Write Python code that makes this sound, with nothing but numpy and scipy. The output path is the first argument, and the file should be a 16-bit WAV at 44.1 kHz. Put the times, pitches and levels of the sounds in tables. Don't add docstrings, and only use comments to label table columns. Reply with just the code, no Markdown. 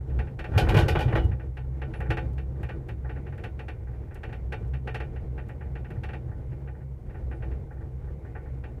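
import sys
import numpy as np
from scipy import signal
from scipy.fft import rfft, irfft
from scipy.io import wavfile
from scipy.ndimage import uniform_filter1d

SR = 44100
rng = np.random.default_rng(int(sys.argv[2]) if len(sys.argv) > 2 else 0)


def store_wav(level_fs):
    pcm = np.round(np.clip(np.atleast_2d(level_fs), -1, 1) * 32767)
    wavfile.write(sys.argv[1], SR, pcm.T.astype(np.int16))


N = 388080
TIME = np.arange(N) / SR
HZ = np.fft.rfftfreq(16384, 1 / SR)
BLOW_TIME = np.arange(len(HZ)) / SR

# pitch in Hz, width in Hz, strength in dB.
CABIN = [(328.4, 23, -4), (378, 23, -3), (441.7, 30.5, 2), (511, 26, -1), (556, 36, -7), (645, 99, -11.5),
         (744, 18.5, 2.5), (835.7, 30, 2), (880, 38, -24), (1173.4, 20, -6), (1373, 35, -6),
         (1486, 33, -1.5), (1567, 36, -4), (1671, 16, -7), (1814, 29.5, -2.5), (1901, 62, -4),
         (2220, 10, -10), (2380, 54, -8.5), (2390, 12, -8.5), (2614, 17, -24), (2440, 23, -3),
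         (2716, 35, -10), (3040, 13, -10), (2926, 35, -7.5), (3110, 12, -27), (3320, 15, -13),
         (3670, 12, -14), (3660, 12, -15), (3380, 13, -29), (4330, 17, -24.5)]
# pitch in Hz, width in Hz, strength in dB.
PANELS = [(214.5, 10.7, 6), (259, 23, 2.5), (330, 10.2, 8), (373, 72, 1), (457, 27, 3.5), (524, 20.4, -1),
          (617, 18, -4), (759, 55, -9), (858, 7.6, -8.5)]
# frequency in Hz, change in dB.
DAMPING = [(200, 6), (2200, 5), (2900, -4), (4500, -1), (6000, -3.5), (8000, -12), (10000, -11),
           (11200, -17), (12500, -3), (15000, -5)]


def gain_of(db):
    return 10 ** (np.asarray(db) / 20)


def evened(x):
    return x / np.sqrt(np.mean(x ** 2) + 1e-20)


def add(mix, s, sound):
    part = mix[max(round(s * SR), 0):][:len(sound)]
    part += sound[:len(part)]


def spectrum(points):
    hz, db = np.transpose(points)
    return np.interp(np.log(HZ + 1), np.log(hz + 1), db)


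def resonances(modes):
    power = 0
    for hz, width, db in modes:
        distance = (HZ ** 2 - hz ** 2) / (width * (HZ + 1))
        power = power + gain_of(db) ** 2 / (1 + distance ** 2)
    return 10 * np.log10(power)


def coloured(x, db):
    log_gain = np.log(gain_of(np.maximum(db, db.max() - 100)))
    circle = np.concatenate([log_gain, log_gain[-2:0:-1]])
    taps = np.fft.ifft(np.exp(np.conj(signal.hilbert(circle)))).real
    return signal.oaconvolve(x, taps[:len(HZ)])[:len(x)]


def noise(db):
    run_in = len(HZ)
    return evened(coloured(rng.standard_normal(N + run_in), db)[-N:])


def wander(rate):
    hz = np.fft.rfftfreq(N, 1 / SR)
    return evened(irfft(rfft(rng.standard_normal(N)) * np.exp(-(hz / rate) ** 2), N))


def reflections(diffuse_db, t60, treble_loss):
    # delay in seconds, level in dB.
    first_echoes = [(0.0003, -8), (0.004, -8), (0.007, -3.5), (0.0134, -1.5), (0.0215, 0)]
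    build_up = 1 - np.exp(-BLOW_TIME / 0.0058)
    tail = rng.standard_normal(len(HZ)) * gain_of(-60 * BLOW_TIME / t60) * build_up
    taps = gain_of(diffuse_db) * tail / np.linalg.norm(tail)
    for s, db in first_echoes:
        spread = rng.standard_normal(200) * np.hanning(200)
        add(taps, s, gain_of(db) * spread / np.linalg.norm(spread))
    hz, age, z = signal.stft(taps, SR, nperseg=128)
    loss_db = treble_loss * np.sqrt(hz[:, None] / 1000) * np.minimum(age, .035)
    return signal.istft(z * gain_of(-loss_db), SR, nperseg=128)[1][:len(HZ)]


def struck(taps, db):
    power = uniform_filter1d(abs(rfft(taps, 2 * len(HZ) - 2)) ** 2, size=15)
    sound = coloured(taps, db - 10 * np.log10(power + 1e-12))
    return sound / np.sqrt(np.mean(sound[:1500] ** 2))


def ride(shake_db):
    # time in seconds, level in dB before the trim below.
    hum_swells = [(0.0, -22), (0.06, -35), (0.19, -19.5), (0.33, -40.5), (0.6, -32), (1.4, -33.5),
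                  (2.5, -32), (3.15, -30.5), (3.7, -45.5), (3.97, -31.5), (4.17, -54), (4.35, -34.5),
                  (6.35, -35.5), (8.8, -36)]
    # frequency in Hz, relative strength in dB.
    rumble_colour = [(15, -40), (25, -15), (38, -0.5), (54, 0), (75, 2.5), (88, -5.5), (104, 1), (126, 0.5),
                     (148, -6), (175, -11.5), (220, -18.5), (400, -49), (1000, -84.5)]
    hum_hz, throb_db, throbs_per_s = 64.4, 3, 5.5
    hum_db = np.interp(TIME, *np.transpose(hum_swells)) + throb_db * wander(rate=throbs_per_s)
    turns = np.cumsum(hum_hz + 2.0 * wander(rate=7.97)) / SR
    hum = gain_of(hum_db - 0.5) * np.sin(2 * np.pi * turns)

    octave_db = -20.5 + 0.59 * hum_db + 1.1 * wander(rate=5.2)
    octave = gain_of(octave_db) * np.sin(4 * np.pi * turns + 0.5 * wander(rate=3.2))

    rumble = gain_of(-38 + shake_db) * noise(spectrum(rumble_colour))

    panels = resonances(PANELS) + spectrum([(900, -4.5), (3000, -12.5), (8000, -16.0)])
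    drone_db = -49 + 0.97 * shake_db + 1.23 * wander(rate=29)
    return hum + octave + rumble + gain_of(drone_db) * noise(panels)


def buzz(shake_db):
    loose_db = 6.5
    grains = rng.standard_normal(N) * (rng.random(N) < 500 / SR)
    colour = resonances(CABIN) + spectrum([
        (300, -7.5), (1100, 8.5), (1700, 5.5), (2150, -2.0), (2600, -1.0), (3500, -2.0), (8000, -19)])
    level_db = -70 + shake_db + 1.35 * np.maximum(shake_db - loose_db, 0)
    return gain_of(level_db + 1.8 * wander(rate=8)) * evened(coloured(grains, colour))


def air():
    # frequency in Hz, relative strength in dB.
    air_colour = [(200, 9.5), (700, 18), (1050, 23), (1500, 1), (2200, 4), (2900, 0.5), (4000, -1),
                  (7000, 1), (11000, -1.5), (15000, -1)]
    return gain_of(-72) * noise(spectrum(air_colour))


def whisper():
    narrow = 2 * resonances([(2100, 440, 0)])
    return gain_of(-77 + 3.5 * wander(rate=3.5)) * noise(narrow)


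def knocks():
    # time in seconds, relative level in dB,
    # hardness as a treble tilt in dB per octave (from 1800 to 6000 Hz).
    knock_list = [(0.096, -62.5, -2), (0.188, -44, -2), (0.269, -56.5, -3.5), (0.389, -45, 1.5),
                  (0.440, -45, -1), (1.313, -52, -6.5), (1.395, -54, -7), (1.568, -51, 0), (1.815, -45, -4),
                  (1.935, -48.5, 0), (2.002, -43.5, -7), (2.055, -50, -15), (2.102, -35.5, 0.5),
                  (2.169, -39, -1.5), (2.378, -52.5, 1), (2.629, -48.5, -2.5), (2.688, -46, -2),
                  (2.886, -50, 0), (3.043, -51, -31), (3.092, -49, -5), (3.158, -53, -11),
                  (3.264, -53.5, -4.5), (3.322, -56, -7), (3.377, -55, -2), (3.436, -46, 1.5),
                  (3.59, -49, 0), (3.681, -47, 0.5), (3.869, -60, -20), (3.933, -63.5, -10),
                  (4.107, -57, -11), (4.152, -55.5, -2), (4.231, -47, -0.5), (4.289, -56.5, -5),
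                  (4.325, -50, 0), (4.521, -41.5, 0.5), (4.734, -51, -0.5), (4.872, -41.5, -2),
                  (4.943, -41.5, 2), (5.000, -43.5, -2), (5.158, -55.5, -2.5), (5.377, -49.5, -4.5),
                  (5.489, -52, -6.5), (5.607, -52.5, -11), (5.752, -51, -3), (5.844, -55, -4),
                  (5.902, -53.5, -3), (5.953, -58.5, -23), (6.033, -47, 1.5), (6.086, -48.5, -3),
                  (6.131, -47.5, -2), (6.311, -56, -47), (6.516, -61.5, -7), (6.673, -54.5, -8.5),
                  (6.748, -61, -30), (6.803, -63.5, -17), (7.094, -61, -8), (7.142, -54.5, -14),
                  (7.311, -51, -7.5), (7.422, -51, -5.5), (7.512, -58, -4), (7.705, -55.5, -32),
                  (7.806, -59.5, -29), (8.070, -61.5, -41), (8.246, -57, -36), (8.35, -48.5, -15.5),
                  (8.456, -58, -29), (8.637, -52.5, -2.5)]
    # pitch in Hz, width in Hz, strength in dB.
    fitting = [(1670, 370, -3), (2675, 200, 2), (3350, 260, -12.5), (4470, 1220, -15)]
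    shared = reflections(diffuse_db=5, t60=.13, treble_loss=100)
    ring = resonances(CABIN) + spectrum(DAMPING) + spectrum([
        (300, -2), (1900, -3.0), (2800, 1.5), (7000, -5.0), (15000, -7.5)])
    clack = resonances(fitting) + spectrum([
        (400, -21), (1500, 11.0), (3100, 4.5), (4800, -2), (7000, -5), (10000, -0.5), (15000, -7.0)])
    octaves = np.log2(np.clip(HZ, 1800, 6000) / 1800)
    seating = 1 - np.exp(-BLOW_TIME / .004)
    contact = rng.standard_normal(len(HZ)) * seating ** 2 * gain_of(-60 * BLOW_TIME / 0.071)
    panel_hz = 333
    panel = np.sin(2 * np.pi * panel_hz * BLOW_TIME) * seating * gain_of(-60 * BLOW_TIME / 0.5)

    out = np.zeros(N)
    for s, db, tilt_db in knock_list:
        chatter = gain_of(-6) * reflections(diffuse_db=6.0, t60=0.12, treble_loss=130)
        soft_db = tilt_db * octaves
        sound = gain_of(db + 4.5) * seating * struck(shared + chatter, ring + soft_db)
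        sound += gain_of(db - 3.0 + .5 * tilt_db) * struck(contact, clack + soft_db)
        sound += gain_of(db + 4.0 + 1.93 * min(db + 35.5, 0)) * panel
        add(out, s - .001, sound)

    taps_per_s = 6
    taps = gain_of(-58.5 - 11 * rng.random(N)) * (rng.random(N) < taps_per_s / SR)
    tap = seating * struck(shared, ring - 23 * octaves)
    return out + signal.oaconvolve(taps, tap)[:N]


def jolts():
    # time in seconds, relative level in dB, pitch in Hz.
    jolt_list = [(0.176, -34, 72), (0.489, -18, 78.1), (0.56, -4.5, 93.4), (0.686, -15.5, 116),
                 (0.745, -6.5, 116), (0.763, -2.5, 118), (0.782, -6, 109), (0.829, -4.5, 96),
                 (0.92, -8.5, 91.5), (0.965, -11, 121), (1.051, -9.5, 117), (1.135, -6.5, 117),
                 (1.247, -8.5, 87), (1.293, -12, 95), (1.327, -14.5, 111), (2.088, -12, 122),
                 (4.627, -18.5, 111), (5.971, -18, 90), (6.292, -16, 100), (6.340, -18, 85)]
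    shoves_per_s, shove_hz = 5.0, 93.4
    swell = BLOW_TIME / 0.009
    boom = swell ** 2 * np.exp(2 * (1 - swell))
    out = np.zeros(N)
    for s, db, hz in jolt_list:
        add(out, s, gain_of(db - 6.5) * boom * np.sin(2 * np.pi * hz * BLOW_TIME))
    shoves = gain_of(-31) * rng.uniform(0.54, 1, N) * (rng.random(N) < shoves_per_s / SR)
    return out + signal.oaconvolve(shoves, boom * np.sin(2 * np.pi * shove_hz * BLOW_TIME))[:N]


def clatter():
    # time in seconds,
    # then the relative levels of ring, crack and body in dB.
    slams = [(0.5788, -13, -40.5, -44), (0.6688, -38, -77, -34), (0.69, -17.5, -49, -31),
             (0.7449, -20, -50.5, -26.5), (0.769, -15, -46, -27), (0.7886, -26, -46.5, -25),
             (0.8104, -46, -56, -39), (0.8841, -16.5, -45, -46), (0.9535, -19, -66, -27.5),
             (0.9905, -20.5, -55.5, -42), (1.0073, -23.5, -53, -39), (1.0835, -29, -81, -47),
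             (1.1265, -32, -74, -28.5), (1.1547, -18, -59.5, -26), (1.1718, -51, -72, -33)]
    # frequency in Hz, relative strength in dB.
    crack_colour = [(800, -16), (2000, 3.5), (2900, 8.5), (3600, 1), (4700, -3), (5500, -6), (7500, -13),
                    (9000, -15), (9950, -7), (11000, -26), (12400, -9.5), (14700, -24)]
    ring = resonances(CABIN) + spectrum(DAMPING) + spectrum([
        (300, -4.0), (900, -4), (1300, -7.0), (2000, -8.5), (3000, 6.0), (6000, -6)])
    crack = spectrum(crack_colour)
    body = resonances(PANELS) + spectrum([
        (220, -8.5), (330, 1.5), (450, -0.5), (640, 7.0), (800, 10), (1080, 10.0), (2000, 14), (5000, -18.5)])
    out = np.zeros(N)
    for s, ring_db, crack_db, body_db in slams:
        own_db = 2 * evened(uniform_filter1d(rng.standard_normal(len(HZ)), size=50))
        ring_echoes = reflections(diffuse_db=12.5, t60=0.14, treble_loss=46)
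        crack_echoes = reflections(diffuse_db=10, t60=0.12, treble_loss=34)
        body_echoes = reflections(diffuse_db=4.5, t60=0.16, treble_loss=170)
        sound = gain_of(ring_db - 12.0) * struck(ring_echoes, ring + own_db)
        sound += gain_of(crack_db + 8.0) * struck(crack_echoes, crack + own_db)
        sound += gain_of(body_db - 3) * struck(body_echoes, body + own_db)
        add(out, s - .003, sound)
    return out


def ticks():
    # time in seconds, relative level in dB.
    tick_list = [(1.244, -47), (2.0038, -47), (2.332, -54), (2.631, -47), (2.8853, -51), (3.3774, -53),
                 (4.145, -45), (4.6778, -56), (5.4864, -50), (5.905, -52)]
    # frequency in Hz, relative strength in dB.
    tick_colour = [(1000, -20), (3000, 1), (5000, -2), (8000, 1.5), (10000, -1), (11200, 0), (12500, -3),
                   (15000, 0.5)]
    out = np.zeros(N)
    shape = (1 - np.exp(-BLOW_TIME / .003)) * gain_of(-60 * BLOW_TIME / .06)
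    for s, db in tick_list:
        puff = rng.standard_normal(len(HZ)) * shape
        add(out, s - .002, gain_of(db - 21.0) * struck(puff, spectrum(tick_colour)))
    return out


def squeaks():
    # start in seconds, length in seconds, pitch in Hz at the middle
    # (before the random wobble), level in dB.
    squeak_list = [(1.92, 0.089, 10300, -71), (7.28, .15, 8850, -81)]
    out = np.zeros(N)
    for s, length, hz, db in squeak_list:
        arch = np.sin(np.linspace(0, np.pi, round(length * SR)))
        pitch = hz * (1 + .08 * (arch - 1) + .008 * wander(rate=680)[:len(arch)])
        add(out, s, gain_of(db) * arch * np.sin(2 * np.pi * np.cumsum(pitch) / SR))
    return out


def scene():
    # time in seconds, dB above smooth running.
    shake = [(0.0, -1), (0.21, 5.5), (0.36, -1), (0.48, 3.5), (0.57, 15.5), (0.8, 17), (1.05, 10),
             (1.22, 11.5), (1.38, -2), (1.9, 1.5), (2.12, 6), (2.35, 2), (4.1, -1.5), (4.6, 0.5), (6.7, 0),
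             (6.93, -8), (7.1, 0.5), (8.8, -1.5)]
    shake_db = np.interp(TIME, *np.transpose(shake)) + 1.4 * wander(rate=12)
    steady = ride(shake_db) + buzz(shake_db) + air() + whisper()
    blows = knocks() + jolts() + clatter() + ticks()
    return (steady + blows + squeaks())[None]


def record(dry):
    edge_hz = 15350
    soft = dry * signal.windows.tukey(N, .002)
    low_pass = signal.firwin(511, edge_hz, window=("kaiser", 9), fs=SR)
    return signal.oaconvolve(soft, low_pass[None], "same")


dry = scene()
out = record(dry)
store_wav(out)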